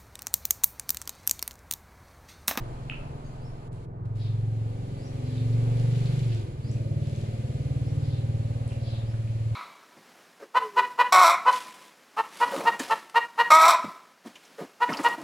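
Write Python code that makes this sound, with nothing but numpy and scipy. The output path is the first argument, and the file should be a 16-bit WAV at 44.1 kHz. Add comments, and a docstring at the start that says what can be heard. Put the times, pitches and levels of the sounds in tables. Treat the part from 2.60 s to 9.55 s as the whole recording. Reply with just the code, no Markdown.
"""A small room, with a single-cylinder engine some way off outdoors: two swelling pulls, then it lets go and idles.
Each firing sums its orders to a boom through the walls, under a buzz of pipe overtones and puffs of gas noise.
A sharp click, soft ticks, a thin bird note and brief scuffs are damped pulses with a little noise.
Leaves rustle as strokes of shaped noise; far-off small birds whistle as gliding sines or rasp as falling noise bands.
Two ringing microphone ports pick it all up over outdoor air and a soft hiss, both shaped noise."""
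import sys
import numpy as np
from scipy import signal
from scipy.fft import rfft, irfft, next_fast_len
from scipy.io import wavfile
from scipy.ndimage import uniform_filter1d, map_coordinates

SR = 44100
rng = np.random.default_rng(int(sys.argv[2]) if len(sys.argv) > 2 else 0)


def store_wav(level_fs):
    """Save 16-bit WAV to argv[1]."""
    pcm = np.round(np.clip(np.atleast_2d(level_fs), -1, 1) * 32767)
    wavfile.write(sys.argv[1], SR, pcm.T.astype(np.int16))


N = 306495
T = np.arange(N) / SR  # s


def amp(db):
    """Decibels to gain."""
    return 10 ** (np.asarray(db) / 20)


def unit(x):
    """Scale to rms 1."""
    return x / np.sqrt(np.mean(x ** 2) + 1e-20)


def steady(x):
    """Hold a stereo sound at rms 1 over quarter seconds."""
    power = uniform_filter1d(np.mean(x ** 2, axis=0), SR // 4)
    return x / np.sqrt(np.abs(power) + 1e-20)


def along(points, hz):
    """Read (f/Hz, value) points on a log frequency axis."""
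    f, v = np.transpose(points)
    return np.interp(np.log(hz + 1), np.log(f + 1), v)


def curves(rows):
    """One value per sample for each column after the time."""
    s, *cols = np.transpose(rows)
    return [np.interp(T, s, c) for c in cols]


def wobble(rate):
    """A smooth random curve, rate knots a second."""
    knots = rng.standard_normal(int(N * rate / SR) + 4)
    return map_coordinates(knots, [T * rate + 1], order=2)


def swell(centre, length):
    """A rounded rise and fall."""
    return np.sqrt(np.clip(1 - (2 * (T - centre) / length) ** 2, 0, 1))


def filtered(x, response):
    """Filter x by a complex response of frequency."""
    m = next_fast_len(N + SR // 2)
    return irfft(rfft(x, m) * response(np.fft.rfftfreq(m, 1 / SR)), m)[..., :N]


def from_right(x):
    """Sound from outside reaches the right port first."""
    lag = 19 / SR  # s, left behind right
    sides = np.array([[1], [-1]])
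    return filtered(x, lambda hz: np.exp(-1j * np.pi * hz * lag * sides))


def rush(spectrum):
    """Stereo noise of rms 1, alike in the bass and unrelated in the treble."""
    # Likeness of the two ports: f/Hz, correlation 0-1
    likeness = [(170, 0.95), (260, 1), (550, 0.97), (1200, 0.4), (2400, 0.37), (4000, 0.09), (7000, 0)]

    def mid_side(hz):
        turn = np.arccos(np.clip(along(likeness, hz), -1, 1)) / 2
        return amp(along(spectrum, hz)) * [np.cos(turn), np.sin(turn)]

    mid, side = filtered(rng.standard_normal((2, N)), mid_side)
    return unit(np.array([mid + side, mid - side]))


def coloured(x):
    """The room's many standing waves ripple the spectrum, differently at each port."""
    depth_db, spacing_hz = 2.6, 22
    knots = rng.standard_normal((2, SR // 8))
    grid = np.arange(knots.shape[1]) * spacing_hz

    def ripple(hz):
        random_db = depth_db * np.array([np.interp(hz, grid, row) for row in knots])
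        return amp(random_db * np.clip(hz / 600, 0, 1))  # full depth from 600 Hz up

    return filtered(x, ripple)


def room(x):
    """The room's diffuse answer at both ports: decaying noise at the energy of x, after about 9 ms."""
    # Decay time of the room: f/Hz, t60/s
    decay = [(120, 0.27), (1000, 0.6), (3000, 0.39), (10000, 0.31)]
    hz, t, z = signal.stft(rng.standard_normal((2, SR // 2)), SR, nperseg=256)
    fading = z * amp(-60 * t / along(decay, hz)[:, None])
    tail = signal.istft(fading, SR, nperseg=256)[1]
    delayed = np.pad(x, (SR // 110, 0))[None]
    return signal.fftconvolve(delayed, tail / np.linalg.norm(tail[0]), axes=1)[:, :N]


def boom(cycle, speed, shake_db=0.6, echo_shake_db=1.04, boom_db=-0.46, skirt=1.62):
    """The silencer rings once per firing: the orders inside its band add up to a thump, which a wall repeats."""
    # The boom through the walls, which keep shifting its band, before trim and wall repeat:
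    # t/s, level/dB, centre/Hz, half-width/Hz
    band = [(0.0, -39.5, 119, 27), (0.5, -41.5, 136, 18), (1.25, -41.5, 115, 52), (1.55, -31.5, 115, 7.3),
            (1.85, -27.5, 119, 7.6), (2.1, -32.5, 108, 17), (2.3, -36.5, 119, 47), (2.52, -36, 118.5, 25),
            (2.9, -26.5, 120, 11.2), (3.25, -25, 127.2, 10), (3.6, -25.5, 135.4, 8.9),
            (3.76, -27.5, 109, 9.7), (3.85, -31, 100, 11), (3.93, -38, 113, 81), (4.1, -29.5, 118, 19),
            (4.42, -28.5, 124, 30), (4.76, -32.5, 114.4, 27), (5.15, -28, 127.6, 58),
            (5.6, -27, 117.6, 13.3), (6.1, -31, 112, 39), (6.45, -31, 108.4, 14.8), (6.95, -29, 112, 13)]
    direct_db, all_echo_db = -31, -34.5  # the fainter the boom, the more of it is echo
    smear_rad = .45  # phase spread of the orders when it is all echo
    from_hz = 61  # the silencer radiates little below this
    wall_s, wall_db, wall_drift_s = 0.01816, -9.5, 0.0021  # delay, level, wander of the delay
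    level_db, centre, width = curves(band)
    echo = np.clip((direct_db - level_db) / (direct_db - all_echo_db), 0, 1)
    orders = np.arange(3, 9)[:, None]  # multiples of the firing rate
    gains = 1 / (1 + np.abs((orders * speed - centre) / width) ** skirt)
    gains = gains / (1 + (from_hz / (orders * speed)) ** 6)
    # echoes delay the orders unequally around the band's centre, which widens each thump and makes it uneven
    spread = smear_rad * echo ** 2 * (orders - centre / speed) ** 2
    partials = gains * np.cos(2 * np.pi * orders * cycle + spread)
    thumps = -np.sqrt(2) * np.sum(partials, axis=0) / np.linalg.norm(gains, axis=0)
    wall = amp(wall_db) * np.interp(T - wall_s - wall_drift_s * wobble(1.995), T, thumps)
    shake = (shake_db + echo_shake_db * echo) * wobble(18)
    return (thumps + wall) * amp(level_db + boom_db + shake)


def pipe(hz, load):
    """Gain of the exhaust pipe's resonances along a pitch curve; the throttle shifts their balance."""
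    # Resonances above the boom: centre/Hz, width/Hz, level under load/dB, level at idle/dB
    resonances = [(170, 16, -5, -8), (217, 24, -14, 3), (257, 18, 0, -14), (276, 18, -18, -1),
                  (335, 24, -5, -12), (362, 26, -14, -8), (400, 18, -4, -28), (432, 20, -22, -14),
                  (472, 24, -3, -12), (505, 20, -13, -22), (541, 22, -4, -10), (585, 35, -28, -13),
                  (640, 50, -14, -17), (705, 30, -14, -28), (790, 45, -12, -15)]
    grid = np.arange(SR // 20)  # Hz
    power = 0
    for centre, width, loaded_db, idle_db in resonances:
        power = power + amp([[loaded_db], [idle_db]]) ** 2 / (1 + (2 * (grid - centre) / width) ** 2)
    loaded, idle = np.sqrt(power)
    return load * np.interp(hz, grid, loaded) + (1 - load) * np.interp(hz, grid, idle)


def overtones(cycle, speed, load, orders, waver_db=4.5, port_db=1.25, drift=0.18, idle_drift=0.47, apart=0.22):
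    """Higher orders sweep through the pipe's resonances; shifting echoes make each fade on its own."""
    # A resonance that wanders over the overtones: t/s, centre/Hz
    upper_hollow = [(1.5, 464), (1.95, 360), (2.15, 515), (2.55, 520), (2.85, 463), (3.25, 486),
                    (3.55, 351), (3.9, 370), (4.15, 497), (4.35, 552), (4.75, 560), (4.95, 480),
                    (5.45, 466), (5.85, 548), (6.5, 573)]
    # A second one, lower down: t/s, centre/Hz
    lower_hollow = [(2.1, 229), (2.8, 249), (3.3, 244), (3.6, 170), (4.2, 218), (4.8, 226), (5.1, 282),
                    (5.4, 280), (5.75, 217), (6.95, 217)]
    hollow_db, hollow_width = 7, .075  # lift, half-width as a share of the centre
    idle_scatter_rad, load_scatter_rad = 1.05, 1.4  # how far the orders start out of step
    stumble_rad = 1.0  # the firings turn ragged while the throttle closes
    out = np.zeros((2, N))
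    hollows = curves(upper_hollow) + curves(lower_hollow)
    # less scatter at idle leaves each firing a soft knock
    scatter = load * load_scatter_rad + (1 - load) * idle_scatter_rad
    drift_rad = load * drift + (1 - load) * idle_drift
    sides = np.array([[1], [-1]])
    for k in orders:
        lift_db = sum(hollow_db / (1 + ((k * speed / hz - 1) / hollow_width) ** 2) for hz in hollows)
        level = pipe(k * speed, load) * amp(lift_db + waver_db * wobble(2.497))
        phase = 2 * np.pi * k * cycle + scatter * rng.standard_normal() + drift_rad * wobble(9)
        phase += stumble_rad * np.sin(np.pi * load) ** 2 * wobble(24)
        balance = amp(port_db * rng.standard_normal() * sides)
        out += level * balance * np.cos(phase + apart * rng.choice([-1, 1]) * sides)
    return out


def engine(far_db=-5, buzz_db=0.84, drone_lead=0.131):
    """Each firing gives a thump, a buzz of overtones and a puff of gas noise."""
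    # Climbs under load, sags when the throttle shuts and settles at idle: t/s, firing rate/Hz
    revs = [(0, 20.31), (.4, 20.57), (.9, 20.65), (1.6, 21.53), (2, 22.1), (2.25, 22.35), (2.45, 22.65),
            (2.62, 22.6), (2.85, 23.1), (3.2, 23.65), (3.62, 24.05), (3.75, 22.3), (3.9, 19.8),
            (4.05, 18.6), (4.4, 18.87), (5.5, 18.8), (6, 19), (6.95, 18.6)]
    # Throttle: t/s, load 0-1
    throttle = [(3.65, 0.95), (4.05, 0)]
    # Gas noise spectrum: f/Hz, level/dB
    puff_spectrum = [(100, -20), (200, 0), (400, -1), (560, -4), (660, -9), (820, -9), (900, -20),
                     (1050, -16), (1400, -25), (3000, -43), (8000, -100)]
    # Edges of the exhaust's low, middle and high band above the boom, then its rasp: f/Hz
    edges = [150, 300, 505, 730, 16000]
    # Those three bands before the buzz trim and fade-up: t/s, low level/dB, middle level/dB, high level/dB
    effort = [(0.05, -67, -74, -61), (0.31, -48.5, -70, -67), (1.27, -57, -50, -65),
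              (1.42, -54, -55, -66.5), (2.49, -48.5, -50, -52.5), (2.74, -41, -48.5, -55.5),
              (3.11, -45, -44.5, -50.5), (3.88, -49.5, -47, -58), (3.98, -57, -53.5, -65),
              (4.09, -43, -50, -57), (4.2, -46, -48.5, -49), (5.43, -45.5, -50, -54),
              (6.25, -48.5, -53.5, -49.5), (6.78, -50.5, -56.5, -57), (6.8, -54, -54.5, -55.5)]
    # The rasp at the top, likewise: t/s, level/dB
    rasp_level = [(1.3, -85), (1.85, -61.5), (2.5, -60), (3.5, -62), (4, -82), (4.4, -65), (4.8, -67.5),
                  (5.3, -56), (6.4, -58), (6.95, -73)]
    first_firing, bark_delay = .41, .05  # cycles: after the start; upper overtones behind the thump
    puff_db, puff_load_db = -12, -7  # gas noise against the overtones at idle, its change under load
    idle_swing_db, load_swing_db = 3, 1.5  # gas noise peaks at each firing and sinks between them

    speed, = curves(revs)
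    load, = curves(throttle)
    cycle = np.cumsum(speed) / SR - first_firing
    swing_db = load * load_swing_db + (1 - load) * idle_swing_db
    puffs = unit(coloured(rush(puff_spectrum)) * amp(swing_db * np.cos(2 * np.pi * cycle)))
    # ranges are multiples of the firing rate; the drone leads at idle
    drone = overtones(cycle + drone_lead * (1 - load), speed, load, range(9, 15))
    bark = overtones(cycle - bark_delay, speed, load, range(15, 45))
    exhaust = steady(drone + bark) + amp(puff_db + puff_load_db * load) * puffs
    buzz = 0
    for lo, hi, db in zip(edges, edges[1:], curves(effort) + curves(rasp_level)):
        band = filtered(exhaust, lambda hz: (hz >= lo) & (hz < hi))
        buzz = buzz + amp(db + buzz_db) * steady(band)
    # the buzz starts half buried in the outdoor air and comes up over two seconds
    near = amp(far_db * np.clip(1 - T / 2, 0, 1))
    return boom(cycle, speed) + near * buzz


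def background(hiss_db=1):
    """Low outdoor air, and a smooth hiss that swells with the revs and briefly dips: two shaped noises."""
    # Outdoor air spectrum: f/Hz, level/dB
    air_spectrum = [(10, -2), (28, 4), (55, -4.5), (100, -6), (200, -15.5), (300, -14), (450, -17.5),
                    (680, -17), (1050, -22), (1700, -33.5), (3000, -53), (8000, -95)]
    # Outdoor air before its random wavering: t/s, level/dB
    air_level = [(0, -39.5), (.9, -42), (1.5, -47.5), (2.4, -46.5), (3.4, -42), (4.2, -49.5), (6.95, -47)]
    # Hiss spectrum: f/Hz, level/dB
    hiss_spectrum = [(300, 12), (900, 4), (1800, 5.5), (2500, 6), (4300, 1.5), (5500, -5.5), (7500, -14),
                     (10500, -20.5), (12000, -27), (15000, -29)]
    # Hiss before trim and dips: t/s, level/dB
    hiss_level = [(0, -59.5), (.9, -63), (1.2, -65), (1.55, -61), (1.9, -62), (2.7, -55.5), (3.55, -51),
                  (3.75, -54.5), (3.97, -61), (4.15, -56.5), (4.3, -58.5), (4.6, -55.5), (5.9, -57),
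                  (6.95, -57.5)]
    # The hiss drops away briefly: start/s, end/s, change/dB
    dips = [(1.086, 1.117, -19.5), (1.257, 1.452, -18), (1.463, 1.553, -11.5)]
    air_db, = curves(air_level)
    level_db, = curves(hiss_level)
    dip_db = sum(db * ((T > start) & (T < end)) for start, end, db in dips)
    soft_dip_db = uniform_filter1d(dip_db * 1., SR // 80)
    hiss = amp(level_db + hiss_db + soft_dip_db) * rush(hiss_spectrum)
    air = amp(air_db + wobble(6.26)) * rush(air_spectrum)
    return coloured(hiss + air)


def short_sounds(room_db=0, soft_hz=6500):
    """Each is one damped pulse with a sharp edge, a brief ring and a little grit, answered by the room."""
    # Short clicks, ticks, a thin bird note and brief rustling scuffs, levels before softening and room:
    # t/s, pulse peak level/dB, ring f/Hz, t60/s, grit share
    moments = [(0.2983, -25, 2580, 0.017, 0.2), (0.3208, -42, 1320, 0.033, 0.1),
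               (1.13, -57.5, 8400, 0.0084, 0.42), (2.779, -47, 3650, 0.056, .4),
               (3.458, -44, 4160, 0.022, 0.69), (4.115, -50.5, 6750, 0.011, 0.47),
               (4.169, -50, 2500, 0.02, .5), (4.561, -49, 6100, 0.0087, .5),
               (6.079, -50.5, 8540, 0.0061, .7), (6.106, -48, 2600, 0.03, 0.7),
               (6.117, -47, 2385, 0.05, 0.54), (6.54, -48.5, 1470, 0.027, 0.47),
               (6.675, -50, 2380, .015, 0.46)]
    edge_share, ring_db = .07, -3  # bright edge and ring against the pulse
    out, t = np.zeros(N + SR), np.arange(SR // 10) / SR
    impulse = 1. * (t == 0)
    for s, db, hz, t60, grit in moments:
        body = signal.butter(2, [.94 * hz, 1.22 * hz], "band", fs=SR)
        wide = signal.butter(2, [.8 * hz, 1.7 * hz], "band", fs=SR)
        pulse = signal.lfilter(*body, impulse)
        pulse = pulse / np.abs(pulse).max()
        edge = signal.lfilter(*wide, impulse)
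        edge = edge / np.abs(edge).max()
        noise = unit(signal.lfilter(*body, rng.standard_normal(len(t)))) * amp(-60 * t / t60)
        ring = amp(ring_db - 60 * t / t60) * np.sin(2 * np.pi * hz * t)
        out[round(s * SR):][:len(t)] += amp(db) * (pulse + edge_share * edge + grit * noise - ring)
    dry = filtered(out[:N], lambda hz: 1 / (1 + 1j * hz / soft_hz) ** 2)
    return dry + amp(room_db) * room(dry)


def bird(direct_db=-7, room_db=-5, peep_length=0.035, quaver=0.014, flutter_db=2):
    """An upward slur that quavers and holds its top note, after a brief peep: sines with a room echo."""
    # Rising whistles, before direct and room gains: t/s, level/dB, top f/Hz
    whistles = [(.782, -63.5, 5370), (2.366, -58.5, 5670), (4.018, -58, 5950), (5.205, -64, 6050),
                (6.42, -62, 5380)]
    # Pitch of the slur: t into the whistle/s, f/Hz
    glide = [(0, 4360), (0.044, 4800), (.08, 5500), (.115, 6400)]
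    # A short two-toned call and its faint repeat, before the same gains: t/s, f/Hz, level/dB
    peeps = [(.645, 4660, -61), (.645, 6520, -66.5), (.725, 4640, -72)]
    when, pitch = np.transpose(glide)
    length = when[-1]
    song = np.zeros(N)
    for s, db, top_hz in whistles:
        slur = np.minimum(np.interp(T - s, when, pitch), top_hz)
        phase = 2 * np.pi * np.cumsum(slur * (1 + quaver * wobble(150))) / SR
        song += amp(db + flutter_db * wobble(60)) * swell(s + length / 2, length) * np.sin(phase)
    for s, hz, db in peeps:
        tone = np.sin(2 * np.pi * hz * T + wobble(360))
        song += amp(db) * swell(s + peep_length / 2, peep_length) * tone
    return amp(direct_db) * song + amp(room_db) * room(song)


def hoarse_bird(direct_db=-9, room_db=-1, quaver=0.01236):
    """A rough band slides down around a thin tone that comes out late in the call; it arrives mostly as echo."""
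    # Hoarse falling calls, before direct and room gains: t/s, length/s, level/dB
    calls = [(1.55, 0.16, -58), (2.629, 0.2, -58), (5.39, .22, -58), (6.19, .23, -54.5)]
    fall_from_hz, fall_to_hz = 4700, 3384  # centre of the band
    half_width_hz, rough_db = 1100, 4
    core_from_hz, core_to_hz, core_db = 4000, 3490, -9  # the thin tone
    song = np.zeros(N)
    noise = filtered(rng.standard_normal(N), lambda hz: 1 / (1 + (hz / half_width_hz) ** 4))
    rasp = unit(noise) * amp(rough_db * wobble(90))
    for s, length, db in calls:
        through = np.clip((T - s) / length, 0, 1)
        band_hz = fall_from_hz + (fall_to_hz - fall_from_hz) * np.sqrt(through)
        core_hz = core_from_hz + (core_to_hz - core_from_hz) * through
        core_hz = core_hz * (1 + quaver * wobble(150))
        phases = 2 * np.pi * np.cumsum([band_hz, core_hz], axis=1) / SR
        band, core = np.sqrt(2) * np.sin(phases)
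        voice = rasp * band + 2 * amp(core_db) * through * core
        song += amp(db) * swell(s + length / 2, length) ** 2 * voice
    return amp(direct_db) * song + amp(room_db) * room(song)


def leaves(grain_db=3.0, crackle_db=-3.0, crackle_rate=60):
    """Soft strokes of fine, uneven friction, with tiny crackles of the stems."""
    # Leaves brush and slide: t/s, length/s, level/dB
    rustles = [(2.937, 0.23, -67), (3.204, 0.092, -58), (3.536, 0.58, -58), (3.757, 0.16, -62.5),
               (4.535, 0.28, -61), (6.114, .06, -62)]
    # Friction spectrum: f/Hz, level/dB
    leaf_spectrum = [(1200, -17), (2500, 7), (3700, 7), (4800, 2), (6000, -8), (10000, -47), (15000, -52)]
    strokes = sum(amp(db) * swell(s, length) for s, length, db in rustles)  # centred on t
    snaps = (rng.random(N) < crackle_rate / SR) * rng.standard_normal(N)
    # the snaps are brighter than the sliding
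    bright = filtered(snaps, lambda hz: amp(along(leaf_spectrum, hz) / 2) * (hz > leaf_spectrum[0][0]))
    crackle = strokes * amp(crackle_db) * unit(bright)
    sliding = strokes * unit(coloured(rush(leaf_spectrum)) * amp(grain_db * wobble(70)))
    return sliding + (crackle + room(crackle)) / 2


def scene():
    """The engine and air from outside, the short sounds, the birds and the leaves."""
    outside = from_right(engine() + background())
    return outside + short_sounds() + bird() + hoarse_bird() + leaves()


def record(dry):
    """Each port rings at its own treble resonance; nothing passes the band limit."""
    # Left and right port resonance: centre/Hz, half-width/Hz, lift/dB
    ports = [(7550, 1320, 16.5), (10620, 1970, 20)]
    top_hz = 15450

    def response(hz):
        lifts = [amp(db / (1 + ((hz - centre) / width) ** 2)) for centre, width, db in ports]
        return np.array(lifts) * (hz < top_hz)

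    return filtered(dry, response)


dry = scene()
out = record(dry)
store_wav(out)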